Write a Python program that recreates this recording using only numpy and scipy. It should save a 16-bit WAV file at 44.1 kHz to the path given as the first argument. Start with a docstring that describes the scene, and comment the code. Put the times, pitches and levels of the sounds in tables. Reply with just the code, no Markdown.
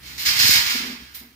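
"""A light metallic rattle over faint wind and a low hum: a bundle of long, thin rods is let go over a lawn. The
rods clash harder as they fall; every contact ticks, clanks, jangles and feeds their dense bending modes. They
land with soft thuds, a puff of wind bumps the left side, and dull hollow knocks follow. A rod slides with a
bright hiss during the fall, and over the pile near the end. The tube walls ring on in a dense, diffuse tail."""
import sys
import numpy as np
from scipy import signal
from scipy.fft import rfft, irfft, next_fast_len
from scipy.io import wavfile
from scipy.ndimage import uniform_filter1d

SR = 44100
rng = np.random.default_rng(int(sys.argv[2]) if len(sys.argv) > 2 else 0)


def materialize(psi):
    """Save the field psi as 16-bit PCM at rate SR to the path in sys.argv[1].

    A 1-D psi becomes a single channel; in a 2-D psi each row is a channel.
    """
    bounded = np.clip(np.atleast_2d(psi).T, -1, 1)
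    quanta = np.round(bounded * 32767).astype(np.int16)
    wavfile.write(sys.argv[1], SR, quanta)


N = 59535

# rod clashes, each starting a dying rattle: t/s, level/dB, t60/s, brightness/dB
CLASHES = [(-.04, -44.5, 0.71, -30), (.025, -42.5, .5, -3.5), (0.051, -45.5, 3.6, 8.5),
           (0.175, -33, 1.8, 6.5), (0.251, -20.5, 0.57, 7.5), (.275, -24.5, 0.19, 2), (0.356, -22, 0.33, 6),
           (0.386, -17.5, .45, 8), (.424, -27, 0.72, 16), (0.464, -28, 0.5, 20), (0.498, -21, 0.64, 9.5),
           (0.531, -20.5, 0.097, 14), (0.547, -13, 0.17, -4), (0.653, -21, 0.37, -2.5),
           (.694, -26.5, 0.36, 9), (0.743, -26.5, 0.52, 1.5), (0.856, -32.5, .2, 1.5),
           (0.904, -30, .15, -4), (.99, -46, 0.87, -6), (1.138, -41, 0.24, 5.5), (1.194, -54.5, 0.064, 15)]
# ring time of the bending modes: f/Hz, t60/s
BEND_DECAY = [(700, 0.58), (2000, 0.43), (5000, 0.23), (9000, 0.09), (15000, 0.13)]
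# colours of the bending ring, the tube-wall clank and the contact tick: f/Hz, level/dB
BEND_EQ = [(150, -14), (350, -17.5), (650, -24), (900, -9), (1300, -3), (1900, -1), (2300, 0.5),
           (3200, -1.5), (4400, -2.5), (5100, -1.5), (5900, -10), (8000, -20.5), (15000, -20)]
CLANK_EQ = [(300, -38), (700, -32), (1900, -3), (3200, -6.5), (4400, 1), (5200, -3), (5900, -7.5),
            (7500, -23), (9500, -30), (15000, -12.5)]
TICK_EQ = [(500, -13.5), (3000, 4.5), (6500, 11.5), (8500, 4), (9600, -4.5), (11500, 8), (15000, 5.5)]
# jangling modes of the tube walls: f/Hz, level/dB
TUBE_MODES = [(4320, 0.5), (4560, -6), (4700, 2), (4950, 3), (5090, 6.5), (5165, 2), (5300, 1.5)]
# how alike the metal sounds left and right: f/Hz, correlation
STEREO_LIKENESS = [(300, 0.74), (700, 0.13), (1500, 0.94), (3200, 0.3), (4400, 0.52), (5200, 0.25),
                   (6500, 0.083), (15000, 0.054)]
# its balance, left over right: f/Hz, level/dB
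STEREO_BALANCE = [(60, 0.5), (92, -6), (140, 6), (210, -9), (330, -1.5), (500, -2.5), (770, 1.0),
                  (1170, -2), (1790, -6.5), (2740, -4), (4190, -7), (6410, 2), (9810, 3.5), (15000, -7.5)]
# its lead on the left: f/Hz, phase/rad
STEREO_LEAD = [(300, 0), (700, 0), (1100, 3), (1800, 2), (2300, 7), (2800, 8.5), (4600, 10), (5200, 12),
               (6200, 13.5)]
# colour of the wind: f/Hz, level/dB
WIND_EQ = [(25, -21), (55, 4.5), (120, -8.5), (250, -5.5), (600, -21), (2000, -13), (6000, -28.5),
           (15000, -21)]
# partials of the hum: f/Hz, level/dB
HUM_PARTIALS = [(64.5, -56.5), (128, -63)]
# fader ride on wind and hum together: t/s, level/dB
BED_RIDE = [(0, 3.5), (.1, 5), (.17, 6), (.22, 7.5), (.3, 3.5), (.5, 0), (.66, -0.5), (1.1, -0.5),
            (1.35, -6.5)]
# colour of the lawn's rumble: f/Hz, level/dB
TURF_EQ = [(30, -2), (70, 11), (120, -1), (250, 6), (500, -9), (1000, -21), (4000, -72)]
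# strokes of a sliding rod: t/s, level/dB, t60/s
SLIDES = [(.19, -31.5, 0.54), (1.112, -51.5, 0.27), (1.143, -30.5, .18), (1.19, -41, 0.082)]
# colour of their hiss: f/Hz, level/dB
SLIDE_EQ = [(1000, -22.5), (4000, -8.5), (7000, -15), (9500, -13.5), (12000, -3.5), (15000, -2.5)]
# rods landing on the lawn: t/s, level/dB, f/Hz
THUDS = [(0.309, -36, 115.6), (.362, -31, 113), (0.4, -30, 117), (.438, -28, 118), (.442, -26.5, 217),
         (0.449, -23.5, 121), (.493, -26.5, 133), (0.556, -31, 121), (.585, -30.5, 118)]
# dull hollow knocks: t/s, level/dB, hold/s, t60/s
KNOCKS = [(0.74, -33.5, 0.024, 0.085), (.792, -35.5, .13, 0.26), (0.993, -45.5, 0.034, 0.17),
          (1.203, -43.5, 0.017, 0.35)]
# modes of the hollow body, the first two beating: f/Hz, level/dB
HOLLOW_MODES = [(234.7, -3), (256.4, -3.5), (194.8, -14.5), (290, -16), (350.4, -19.5), (391, -18.5),
                (456, -20)]
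# colour of its buzz: f/Hz, level/dB
BUZZ_EQ = [(100, -25), (250, 3.5), (380, -10.5), (550, -16.5), (750, -14.5), (1000, -14), (3000, -55)]

ROD_COUNT, SPOT_COUNT = 10, 2  # rods, and striking spots on each
TOP_HZ = 15550


def amp(db):
    """Decibels to gain."""
    return 10 ** (np.asarray(db) / 20)


def along(curve, hz):
    """Read a curve on a log frequency axis."""
    freqs, values = np.transpose(curve)
    return np.interp(np.log(hz + 1), np.log(freqs + 1), values)


def filtered(x, response):
    """Pass x through a complex frequency response."""
    size = next_fast_len(N + SR // 4)
    return irfft(rfft(x, size) * response(np.fft.rfftfreq(size, 1 / SR)), size)[..., :N]


def coloured(x, eq):
    """EQ that keeps the power of white noise."""
    def response(hz):
        gain = amp(along(eq, hz)) * (hz < TOP_HZ)
        return gain / np.sqrt(np.mean(gain ** 2) + 1e-20)
    return filtered(x, response)


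def since(start):
    """Seconds since start, zero before."""
    return np.maximum(np.arange(N) / SR - start, 0)


def fade(t, t60):
    """Exponential decay, 60 dB down at t60."""
    return np.exp(-np.log(1000) * t / t60)


def swell(t, attack_s):
    """S-shaped fade-in."""
    return 1 - np.exp(-(t / attack_s) ** 2)


def excite(x, ring):
    """Play x through a two-channel ring scaled to unit energy."""
    ring = ring / np.linalg.norm(ring, axis=1, keepdims=True)
    return signal.fftconvolve(np.atleast_2d(x), ring, axes=1)[:, :N]


def noise_tail(x, t60):
    """Smear x with two unrelated tails of dying noise."""
    t = np.arange(SR // 3) / SR
    return excite(x, rng.standard_normal((2, len(t))) * fade(t, t60))


def rattle_envelope(brightness_share, attack_s=0.0043):
    """The dying rattles of all clashes add in power, each weighted by a share of its brightness."""
    power = np.zeros(N)
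    for start, db, t60, brightness_db in CLASHES:
        t = since(start)
        gain = amp(db + brightness_share * brightness_db)
        power += (gain * (1 - np.exp(-t / attack_s)) * fade(t, t60)) ** 2
    return np.sqrt(power)


def contacts(per_s=900, spread_db=2, count=4000):
    """Rod meets rod in a stream of irregular taps of unit power, dealt out over rods and spots."""
    jitter, place = rng.random((count, 2)).T
    force = amp(spread_db * rng.standard_normal(count))
    force /= np.sqrt(np.abs(uniform_filter1d(force ** 2, size=24)))
    when = (np.arange(count) + 2 * jitter) / per_s
    heard = when < (N - 1) / SR
    taps = np.zeros((ROD_COUNT * SPOT_COUNT, N))
    taps[(place[heard] * len(taps)).astype(int), (when[heard] * SR).astype(int)] = force[heard]
    return taps.reshape(ROD_COUNT, SPOT_COUNT, N) * np.sqrt(SR / per_s)


def bending(taps, scale_hz=.965, shear_hz=90000, mismatch=0.0032, touch_hz=7.73):
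    """One free rod rings: modes rise with the square of their number, weighted by the spot struck."""
    number = np.arange(10, 136) + .5
    ideal_hz = scale_hz * number ** 2 * (1 + mismatch * rng.standard_normal())
    hz = ideal_hz / np.sqrt(1 + ideal_hz / shear_hz)  # shear flattens the high modes
    hz += touch_hz * rng.standard_normal(len(number))  # touching rods detune each other
    t60 = along(BEND_DECAY, hz)
    t = np.arange(SR // 2) / SR
    modes = np.cos(2 * np.pi * hz[:, None] * t) * fade(t, t60[:, None])
    struck = np.cos(np.pi * number * rng.random((SPOT_COUNT, 1, 1)) + np.pi / 4)
    heard = np.cos(np.pi * number * rng.random((SPOT_COUNT, 2, 1)) + np.pi / 4)
    rings = (struck * heard * np.sqrt(number / t60)) @ modes
    return sum(excite(spot, ring) for spot, ring in zip(taps, rings))


def jangle(taps, t60=0.15, detune=.008):
    """One rod's tube wall rings, bright and short."""
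    t = np.arange(SR // 3) / SR
    ring = np.zeros((2, len(t)))
    for hz, db in TUBE_MODES:
        pitch = hz * (1 + detune * rng.standard_normal())
        ring += amp(db) * np.sin(2 * np.pi * (pitch * t + rng.random((2, 1))))
    return excite(taps, ring * fade(t, t60))


def rods():
    """Every contact ticks, clanks, jangles and feeds the long ring of its rod."""
    spot_taps = contacts()
    rod_taps = spot_taps.sum(axis=1)
    soft, medium, hard = rattle_envelope(0), rattle_envelope(0.54), rattle_envelope(0.93)
    ring = coloured(sum(bending(taps * soft) for taps in spot_taps), BEND_EQ)
    clank = coloured(sum(noise_tail(taps * medium, t60=0.034) for taps in rod_taps), CLANK_EQ)
    tick = coloured(sum(noise_tail(taps * hard, t60=0.024) for taps in rod_taps), TICK_EQ)
    drive = medium * (medium / amp(-16)) ** 0.38  # hard clashes jangle more than light ones
    jangles = sum(jangle(taps * drive) for taps in rod_taps)
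    return amp(-0.5) * ring + amp(-3.5) * jangles + amp(-2) * clank + amp(-8) * tick


def stereo_image(pair):
    """Blend two unrelated signals into left and right, with width, balance and phase set by frequency."""
    def width(hz):
        angle = np.arccos(np.clip(along(STEREO_LIKENESS, hz), -1, 1)) / 2
        return np.array([np.cos(angle), np.sin(angle)])

    def pan(hz):
        half = np.array([[.5], [-.5]])
        return amp(half * along(STEREO_BALANCE, hz)) * np.exp(1j * half * along(STEREO_LEAD, hz))

    mid, side = filtered(pair, width)
    return filtered(np.array([mid + side, mid - side]), pan)


def wind_and_hum():
    """A bed of faint wind and low hum that lifts early, then sinks away."""
    t = since(0)
    noise = coloured(rng.standard_normal((3, N)), WIND_EQ)
    wind = amp(-54) * (noise[0] + .5 * noise[1:])  # centre plus a little width
    hum = sum(amp(db) * np.sin(2 * np.pi * (hz * t + rng.random())) for hz, db in HUM_PARTIALS)
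    ride = amp(np.interp(t, *np.transpose(BED_RIDE)))
    return ride * (np.sqrt(2) * hum + wind)


def turf_rumble():
    """The lawn rumbles under the rattle of the rods."""
    noise = coloured(rng.standard_normal((3, N)), TURF_EQ)
    return rattle_envelope(0) * (noise[0] + 0.22 * noise[1:])


def tube_wall_tail(metal, delay_s=.018, t60=0.36):
    """The tube walls ring on after the metal: a short, diffuse tail that sets in a moment late."""
    return filtered(noise_tail(metal, t60), lambda hz: np.exp(-2j * np.pi * hz * delay_s))


def slides(attack_s=.007):
    """Metal slides on metal: a short, bright hiss whose friction also bows the rod."""
    envelope = sum(amp(db) * swell(since(start), attack_s) * fade(since(start), t60)
                   for start, db, t60 in SLIDES)
    bowed = coloured(bending(envelope * rng.standard_normal((SPOT_COUNT, N))), BEND_EQ)
    hiss = envelope * coloured(rng.standard_normal((2, N)), SLIDE_EQ)
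    return hiss + amp(-22) * bowed


def thuds(t60=0.062):
    """The lawn takes each landing rod with a low, damped tone."""
    return sum(amp(db) * np.sin(2 * np.pi * hz * since(start)) * fade(since(start), t60)
               for start, db, hz in THUDS)


def wind_puff(start=.4925, scale_s=0.0027):
    """A puff of wind bumps the left side: one quick pressure wobble, falling in pitch."""
    age = since(start) / scale_s
    return np.outer([1, 0], np.sin(2 * np.pi * np.log1p(age)) * np.exp(-age / 3))


def knocks(attack_s=0.0087, in_phase_s=.013):
    """Something hollow is knocked into a dull buzz: it swells, holds and dies as two close modes beat."""
    out = np.zeros(N)
    for start, db, hold, t60 in KNOCKS:
        t = since(start)
        ring = sum(amp(level) * np.cos(2 * np.pi * hz * (t - in_phase_s)) for hz, level in HOLLOW_MODES)
        buzz = amp(-9) * coloured(rng.standard_normal(N), BUZZ_EQ)
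        envelope = swell(t, attack_s) * fade(since(start + hold), t60)
        out += amp(db) * (ring + buzz) * envelope
    return out


def scene():
    """The mix: metal up front, the diffuse ring of the tube walls behind it, and the low sounds underneath."""
    metal = stereo_image(rods() + slides())
    wall_ring = amp(-9) * tube_wall_tail(metal)
    lawn = amp(-27.5) * turf_rumble() + thuds()
    return metal + wall_ring + lawn + knocks() + wind_and_hum() + amp(-14.5) * wind_puff()


def record(dry, low_cut_hz=39, ceiling=.9):
    """Master chain: shed the deepest bass, round the highest peaks, cut the very top."""
    thinned = signal.sosfilt(signal.butter(4, low_cut_hz, "highpass", fs=SR, output="sos"), dry)
    rounded = thinned / (1 + np.abs(thinned / ceiling) ** 6) ** (1 / 6)
    return filtered(rounded, lambda hz: hz < TOP_HZ)


dry = scene()
out = record(dry)
materialize(out)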